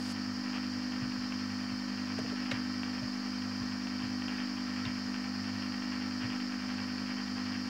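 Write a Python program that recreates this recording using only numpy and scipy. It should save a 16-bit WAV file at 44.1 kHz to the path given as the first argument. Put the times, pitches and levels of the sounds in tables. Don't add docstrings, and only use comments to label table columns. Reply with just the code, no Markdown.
import sys
import numpy as np
from scipy import signal
from scipy.io import wavfile
from scipy.ndimage import uniform_filter1d

SR = 44100
rng = np.random.default_rng(int(sys.argv[2]) if len(sys.argv) > 2 else 0)


def elevation(decibels):
    levels = np.asarray(decibels, float)
    return 10 ** (levels / 20)


def store_wav(level_fs):
    pcm = np.round(np.clip(np.atleast_2d(level_fs), -1, 1) * 32767)
    wavfile.write(sys.argv[1], SR, pcm.T.astype(np.int16))


N = 339334
GEAR_HZ = 10.4


def amp_at(rows, column):
    rows = np.asarray(rows)
    return elevation(np.interp(np.arange(N) / SR, rows[:, 0], rows[:, column]))


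def evened(x):
    return x / np.sqrt(np.mean(abs(x) ** 2) + 1e-20)


def band(x, lo_hz, hi_hz):
    return signal.sosfilt(signal.butter(2, [lo_hz, min(hi_hz, SR / 2.1)], "band", fs=SR, output="sos"), x)


def add(mix, s, sound):
    part = mix[round(s * SR):][:len(sound)]
    part += sound[:len(part)]


def wander(top_hz):
    steps = np.arange(0, N + 256, 128)
    z = np.fft.fft(rng.standard_normal((len(steps), 2)) @ [1, 1j])
    lowpass = 1 + (np.fft.fftfreq(len(steps), 128 / SR) / top_hz) ** 4
    z = evened(np.fft.ifft(z / lowpass))
    return np.interp(np.arange(N), steps, z)


def noise(spectrum, patchy_db, body=()):
    hz, (f, db) = np.fft.rfftfreq(2048, 1 / SR), np.transpose(spectrum)
    a, b, patches = rng.standard_normal((N // 512 + 5, 1025, 3)).T
    patches = uniform_filter1d(patches, size=14, axis=0)
    patches = evened(uniform_filter1d(patches, size=5, axis=1))
    colour = np.interp(np.log(hz + 1), np.log(f + 1), db, left=-120, right=-120)
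    for centre_hz, width_hz, lift_db in body:
        colour += lift_db / (1 + (2 * (hz - centre_hz) / width_hz) ** 2)
    z = (a + 1j * b) * elevation(colour[:, None] + patchy_db * patches)
    return evened(signal.istft(z, nperseg=2048, noverlap=1536)[1][:N])


def cycles():
    # t/s, f/Hz
    mains = [(0, 49.996), (4, 49.998), (7.7, 50.004)]
    return np.cumsum(np.interp(np.arange(N) / SR, *np.transpose(mains))) / SR


def gear(lag):
    return np.exp(2j * np.pi * (GEAR_HZ * np.arange(N) / SR - lag))


def hum():
    # mains harmonic, level/dB, paddle sideband above, its lag/turns, sideband below, its lag/turns
    harmonics = [(2, -56, 0.31, 0.12, 0.11, 0.3), (4, -44, 0.064, .01, 0.029, 0.12),
                 (5, -38.5, 0.019, 0.23, 0.047, 0.5), (6, -49, .086, 0.32, 0.067, 0.63)]
    # t/s, strength (0-1)
    catches = [(.34, 1), (1.52, 0.7), (1.95, 0.7), (3.0, .4), (3.51, .5), (3.73, 0.8), (4.37, 0.4),
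               (5.03, 0.6), (5.4, 0.4), (5.55, 0.6), (6.62, .6), (6.81, 0.8), (7.28, 0.5)]
    # mains harmonic, level/dB
    undertones = [(1, -72.5), (3, -69)]
    # change in a catch in dB, chance sway, gear sway
    catch_dbs, shakes, beats = (5.5, 2, -2, -5), (0.26, 0.1, 0.066, .15), (0.028, .12, 0.082, 0.048)
    catch_s, paddle_hz = 0.043, 0.55
    lead_s, lead_turns = 0.126, 0.062
    t, out = np.arange(N) / SR, np.zeros(N)
    elapsed = cycles() + 0.022 + lead_turns * np.clip((lead_s - t) / 0.025 + .5, 0, 1)
    catch = sum(size * np.exp(-((t - s) / catch_s) ** 2) for s, size in catches)
    paddle = np.exp(2j * np.pi * paddle_hz * t)
    for row, catch_db, shake, beat in zip(harmonics, catch_dbs, shakes, beats):
        k, db, up, up_lag, down, down_lag = row
        sway = 1 + up * paddle * np.exp(-2j * np.pi * up_lag)
        sway += down / paddle * np.exp(-2j * np.pi * down_lag)
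        sway += beat * gear(lag=0.047).real + shake * wander(top_hz=12.7)
        carrier = np.exp(2j * np.pi * round(k) * elapsed)
        out += np.sqrt(2) * elevation(db + catch_db * catch) * (sway * carrier).real
    for k, db in undertones:
        out += np.sqrt(2) * elevation(db) * np.cos(2 * np.pi * round(k) * cycles())
    return out


def fridge():
    return np.sqrt(2) * elevation(-60.4) * np.cos(2 * np.pi * (98.494 * np.arange(N) / SR + .27))


def tones():
    # f/Hz, level/dB
    casing_tones = [(350, -72), (400, -72.2), (450, -66), (500, -69.8), (550, -66.4), (600, -68.3),
                    (700, -65.3), (750, -71.6), (800, -68), (850, -72.6), (900, -69.3), (950, -68.4),
                    (1000, -67.5), (1100, -68.8), (1150, -68.2), (1200, -62.8), (1250, -73.8),
                    (1300, -61.5), (1350, -68.1), (1400, -70.7), (1500, -65.0), (1550, -68), (1650, -72),
                    (1750, -69.7), (1800, -59.6), (1900, -62), (2100, -71.7), (2300, -69), (3100, -67.6),
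                    (3600, -75.0)]
    out, neighbour = np.zeros(N), 0.29 * gear(lag=0.098)
    elapsed = cycles() - 50 * .0024
    for hz, db in casing_tones:
        sway = 1 + neighbour + .27 * wander(top_hz=6)
        turns = round(hz / 50) * elapsed + min(500 / hz, 1) * rng.random()
        out += np.sqrt(2) * elevation(db) * (sway * np.exp(2j * np.pi * turns)).real
    return out


def slack(drop_db):
    return elevation(drop_db * (.5 - (GEAR_HZ * np.arange(N) / SR - .51) % 1))


def play():
    # turns per gear turn, level/dB, lag/turns
    shafts = [(1 / 20, 1.7, 0.49), (1 / 5, 1.24, 0.093), (1 / 4, 1.7, .45), (1 / 3, 0.53, -0.2)]
    # t/s, level/dB
    drag = [(0, 0), (.3, -1), (.55, 1), (1.0, -1.5), (1.33, 2), (1.8, -0.5), (2.4, 4), (2.9, -1), (3.6, 0),
            (4.3, 3.5), (4.85, 0.5), (5.3, 1), (5.9, 4.5), (6.25, 2), (6.7, 1.3), (7.1, 0.5), (7.5, 4),
            (7.69, 3.5)]
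    # t/s, level/dB
    judders = [(.5, 2), (.57, 10), (1.33, 0), (2.12, 3), (2.41, 5), (2.55, 9), (2.84, -5), (2.96, -1),
               (4.05, 6), (4.3, 3), (4.39, 0), (4.86, 4), (5.16, 0), (5.48, 2), (5.6, 2), (6.235, 11),
               (6.53, 6.5), (6.72, 1), (6.79, 2), (7.11, 7), (7.39, 2), (7.54, 10)]
    mean_db, loose_db, judder_s = 1.5, 1.3, 0.019
    t = np.arange(N) / SR
    shafts_db = sum(db * np.cos(2 * np.pi * (ratio * GEAR_HZ * t - lag)) for ratio, db, lag in shafts)
    judder_db = sum(db * np.exp(-((t - s) / judder_s) ** 2) for s, db in judders)
    chance_db = loose_db * wander(top_hz=5.2).real
    return elevation(mean_db + shafts_db + judder_db + chance_db) * amp_at(drag, 1)


def ring(pitch):
    # f/Hz, level/dB, t60/s
    casing = [(1060, -8, 0.026), (1326, -9.5, 0.18), (1540, -13, 0.11), (1883, 5, 0.026),
              (1930, -22, 0.0055), (1560, 8.5, 0.0015), (2305, -3.5, 0.094), (2715, 14, 0.0073),
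              (3117, -1, 0.033)]
    t = np.arange(4000) / SR
    x = sum(elevation(db - 60 * t / t60) * np.sin(2 * np.pi * hz * pitch * t) for hz, db, t60 in casing)
    x = signal.sosfilt(signal.butter(6, 3400, fs=SR, output="sos"), x)
    return x / abs(x).max()


def rattle(gap):
    # delay t/s, mean level/dB, scatter/dB, casing pitch factor
    knocks = [
        (.0021, 0, 3, 1.0),
        (.0112, -2, 3, .9),
        (.0046, -9, 3, .95),
        (.0142, -9, 3, 1.05),
    ]
    # t/s, peak level/dB
    hard = [(0.162, -41), (0.4813, -40), (0.5417, -40), (1.121, -32), (1.3229, -28), (1.3907, -35),
            (2.3003, -33), (2.43, -34), (2.46, -35), (2.833, -25.5), (2.9312, -35), (2.981, -34),
            (3.4216, -34), (3.8715, -30), (4.0025, -35), (4.022, -35), (4.2213, -29.5), (4.2825, -27.5),
            (4.3819, -38), (4.4017, -30), (4.862, -35), (5.143, -29.5), (5.623, -29.5), (6.2103, -41),
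            (6.302, -39), (6.701, -40), (6.781, -37), (7.0614, -34), (7.3803, -34), (7.5303, -33)]
    starts, out = np.flatnonzero(np.diff(np.floor(cycles()))), np.zeros(N)
    force = slack(drop_db=13) * gap ** 1.2
    for delay, db, scatter_db, pitch in knocks:
        late, size = np.clip(rng.standard_normal((2, len(starts))), -2, 2)
        blows = np.zeros(N + 2000)
        blows[(starts + (delay + .00008 * late) * SR).astype(int)] = elevation(db + scatter_db * size)
        blows = np.minimum(blows[:N] * force, 4.0)
        out += signal.oaconvolve(blows, ring(pitch))[:N]
    out = elevation(-53) * evened(out)
    knock = ring(1.0)
    for s, db in hard:
        add(out, s, elevation(db + 2) * knock)
    return out


def whirr(gap):
    # f/Hz, level/dB per Hz
    spectrum = [(26, -62), (45, -52), (96, -6), (144, -12), (176, -12), (250, 1), (318, -25), (355, -11),
                (877, -18), (1320, -6), (1420, -9), (1840, -11.5), (2050, -12), (3080, -18), (3700, -25.5),
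                (4810, -64), (8140, -120)]
    # f/Hz, width/Hz, lift/dB
    resonances = [(811, 40, 11.5), (1034, 114, 7), (1272, 90, -17), (1320, 97, 8.5), (1416, 40, -7),
                  (1613, 89, 2.5), (1924, 38, 6.5), (1990, 64, -4.5), (2330, 79, 4), (2424, 32, -16),
                  (2465, 50, 6.5), (2840, 120, 2.5), (3130, 29, 12), (3620, 63, 9)]
    load = gap ** .25 * slack(drop_db=3)
    return elevation(-49) * noise(spectrum, patchy_db=0.3, body=resonances) * load


def hiss():
    # f/Hz, level/dB per Hz
    spectrum = [(2180, -63), (3700, -25), (3860, -16.5), (4360, -2), (4980, 2), (5450, -3), (6190, -15.5),
                (6990, -18), (8650, -30), (15800, -37)]
    return elevation(-46.5) * noise(spectrum, patchy_db=0.78)


def electronics():
    return np.sqrt(2) * elevation(-86) * np.sin(2 * np.pi * 15659 * np.arange(N) / SR)


def opening_hiss():
    # t/s, level/dB
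    swell = [
        (0, -58),
        (.05, -56),
        (.125, -50.5),
        (.132, -90),
    ]
    return amp_at(swell, 1) * evened(band(rng.standard_normal(N), 2500, 8500))


def ticks():
    # t/s, body peak level/dB, body f/Hz, treble peak level/dB, t60/s
    edges = [
        (.129, -50, 6000, -54, .015),
        (0.557, -44, 2500, -56, .04),
        (2.186, -36, 900, -45, 0.05),
        (2.512, -25, 2200, -44, 0.062),
        (2.513, -31, 3870, -70, 0.066),
        (2.644, -46, 3000, -60, 0.05),
        (4.852, -24, 3600, -66, 0.019),
    ]
    puff_db, ping_db, ping_share = -5.5, -3, .7
    out, t = np.zeros(N), np.arange(SR // 3) / SR
    for s, mid_db, hz, treble_db, t60 in edges:
        puff = rng.standard_normal(len(t))
        mid = band(band(puff, hz / 2.4, hz * 1.4), hz / 2.4, hz * 1.4)
        treble = band(puff, 3400, 7400)
        edge = elevation(mid_db + puff_db) * evened(mid) + elevation(treble_db) * evened(treble)
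        edge += elevation(mid_db + ping_db - 60 * ping_share * t / t60) * np.sin(2 * np.pi * hz * t)
        add(out, s, edge * elevation(-60 * t / t60) * (1 - np.exp(-t / .0012)))
    return out


def thuds():
    # t/s, peak level/dB, low modes level/dB, high mode level/dB, t60/s
    bumps = [(1.016, -34.5, -8, 3, 0.18), (1.048, -46, -10, -3, 0.18), (1.172, -41.5, -5, -9, 0.19),
             (1.716, -40, -7, -6, 0.14), (2.189, -42, -15, 3, 0.24), (2.521, -32, -12, -9, 0.16),
             (3.02, -28.5, -9, -12, 0.11), (3.604, -37, -3, -4, 0.17), (4.026, -40, -9, -2, 0.2),
             (4.856, -31, -7, -3, 0.12), (6.235, -32.5, -18, -15, 0.17)]
    counter_hz = (67.4, 90.4, 117, 131.5)
    out, t = np.zeros(N), np.arange(SR // 3) / SR
    low, lower_mid, main, high = np.sin(2 * np.pi * np.outer(counter_hz, t))
    for s, db, low_db, high_db, t60 in bumps:
        modes = elevation(low_db) * (low + 0.32 * lower_mid) + main + elevation(high_db) * high
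        add(out, s - .004, elevation(db + 4 - 60 * t / t60) * (1 - np.exp(-t / 0.0083)) ** 2 * modes)
    return band(out, 52, 170)


def taps():
    # t/s, peak level/dB, f/Hz, t60/s, side modes level/dB
    strokes = [
        (2.185, -28.5, 446, 0.048, 4),
        (2.209, -42, 452, 0.081, -4),
        (2.244, -34.5, 482, 0.098, -6),
        (2.32, -34.5, 415, 0.07, 0),
        (2.515, -26, 555, 0.052, -3),
        (3.022, -36, 612, 0.11, -10),
        (3.63, -44, 433, 0.077, -1),
        (4.851, -43, 710, 0.1, -3),
    ]
    out, t = np.zeros(N), np.arange(SR // 3) / SR
    for s, db, hz, t60, side_db in strokes:
        shares = [(1, 0.65), (1.41, 0.6 * elevation(side_db)), (0.96, 0.5 * elevation(side_db))]
        modes = sum(share * np.sin(2 * np.pi * hz * ratio * t) for ratio, share in shares)
        add(out, s, elevation(db - 1.0 - 60 * t / t60) * (1 - np.exp(-t / 0.0039)) * modes)
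    return out


def scene():
    gap = play()
    motor = hum() + fridge() + tones() + rattle(gap) + whirr(gap) + hiss()
    mono = motor + electronics() + opening_hiss() + ticks() + thuds() + taps()
    return np.array([mono, mono])


def low_pass(x):
    return signal.sosfilt(signal.butter(12, 15910, fs=SR, output="sos"), x)


def record(dry):
    cut = signal.sosfilt(signal.butter(2, 22, "high", fs=SR, output="sos"), dry)
    edge = signal.firwin(1023, 15790, window=("kaiser", 6), fs=SR)
    mix = signal.oaconvolve(cut, edge[None], "same") - .0007
    return low_pass(mix)


dry = scene()
out = record(dry)
store_wav(out)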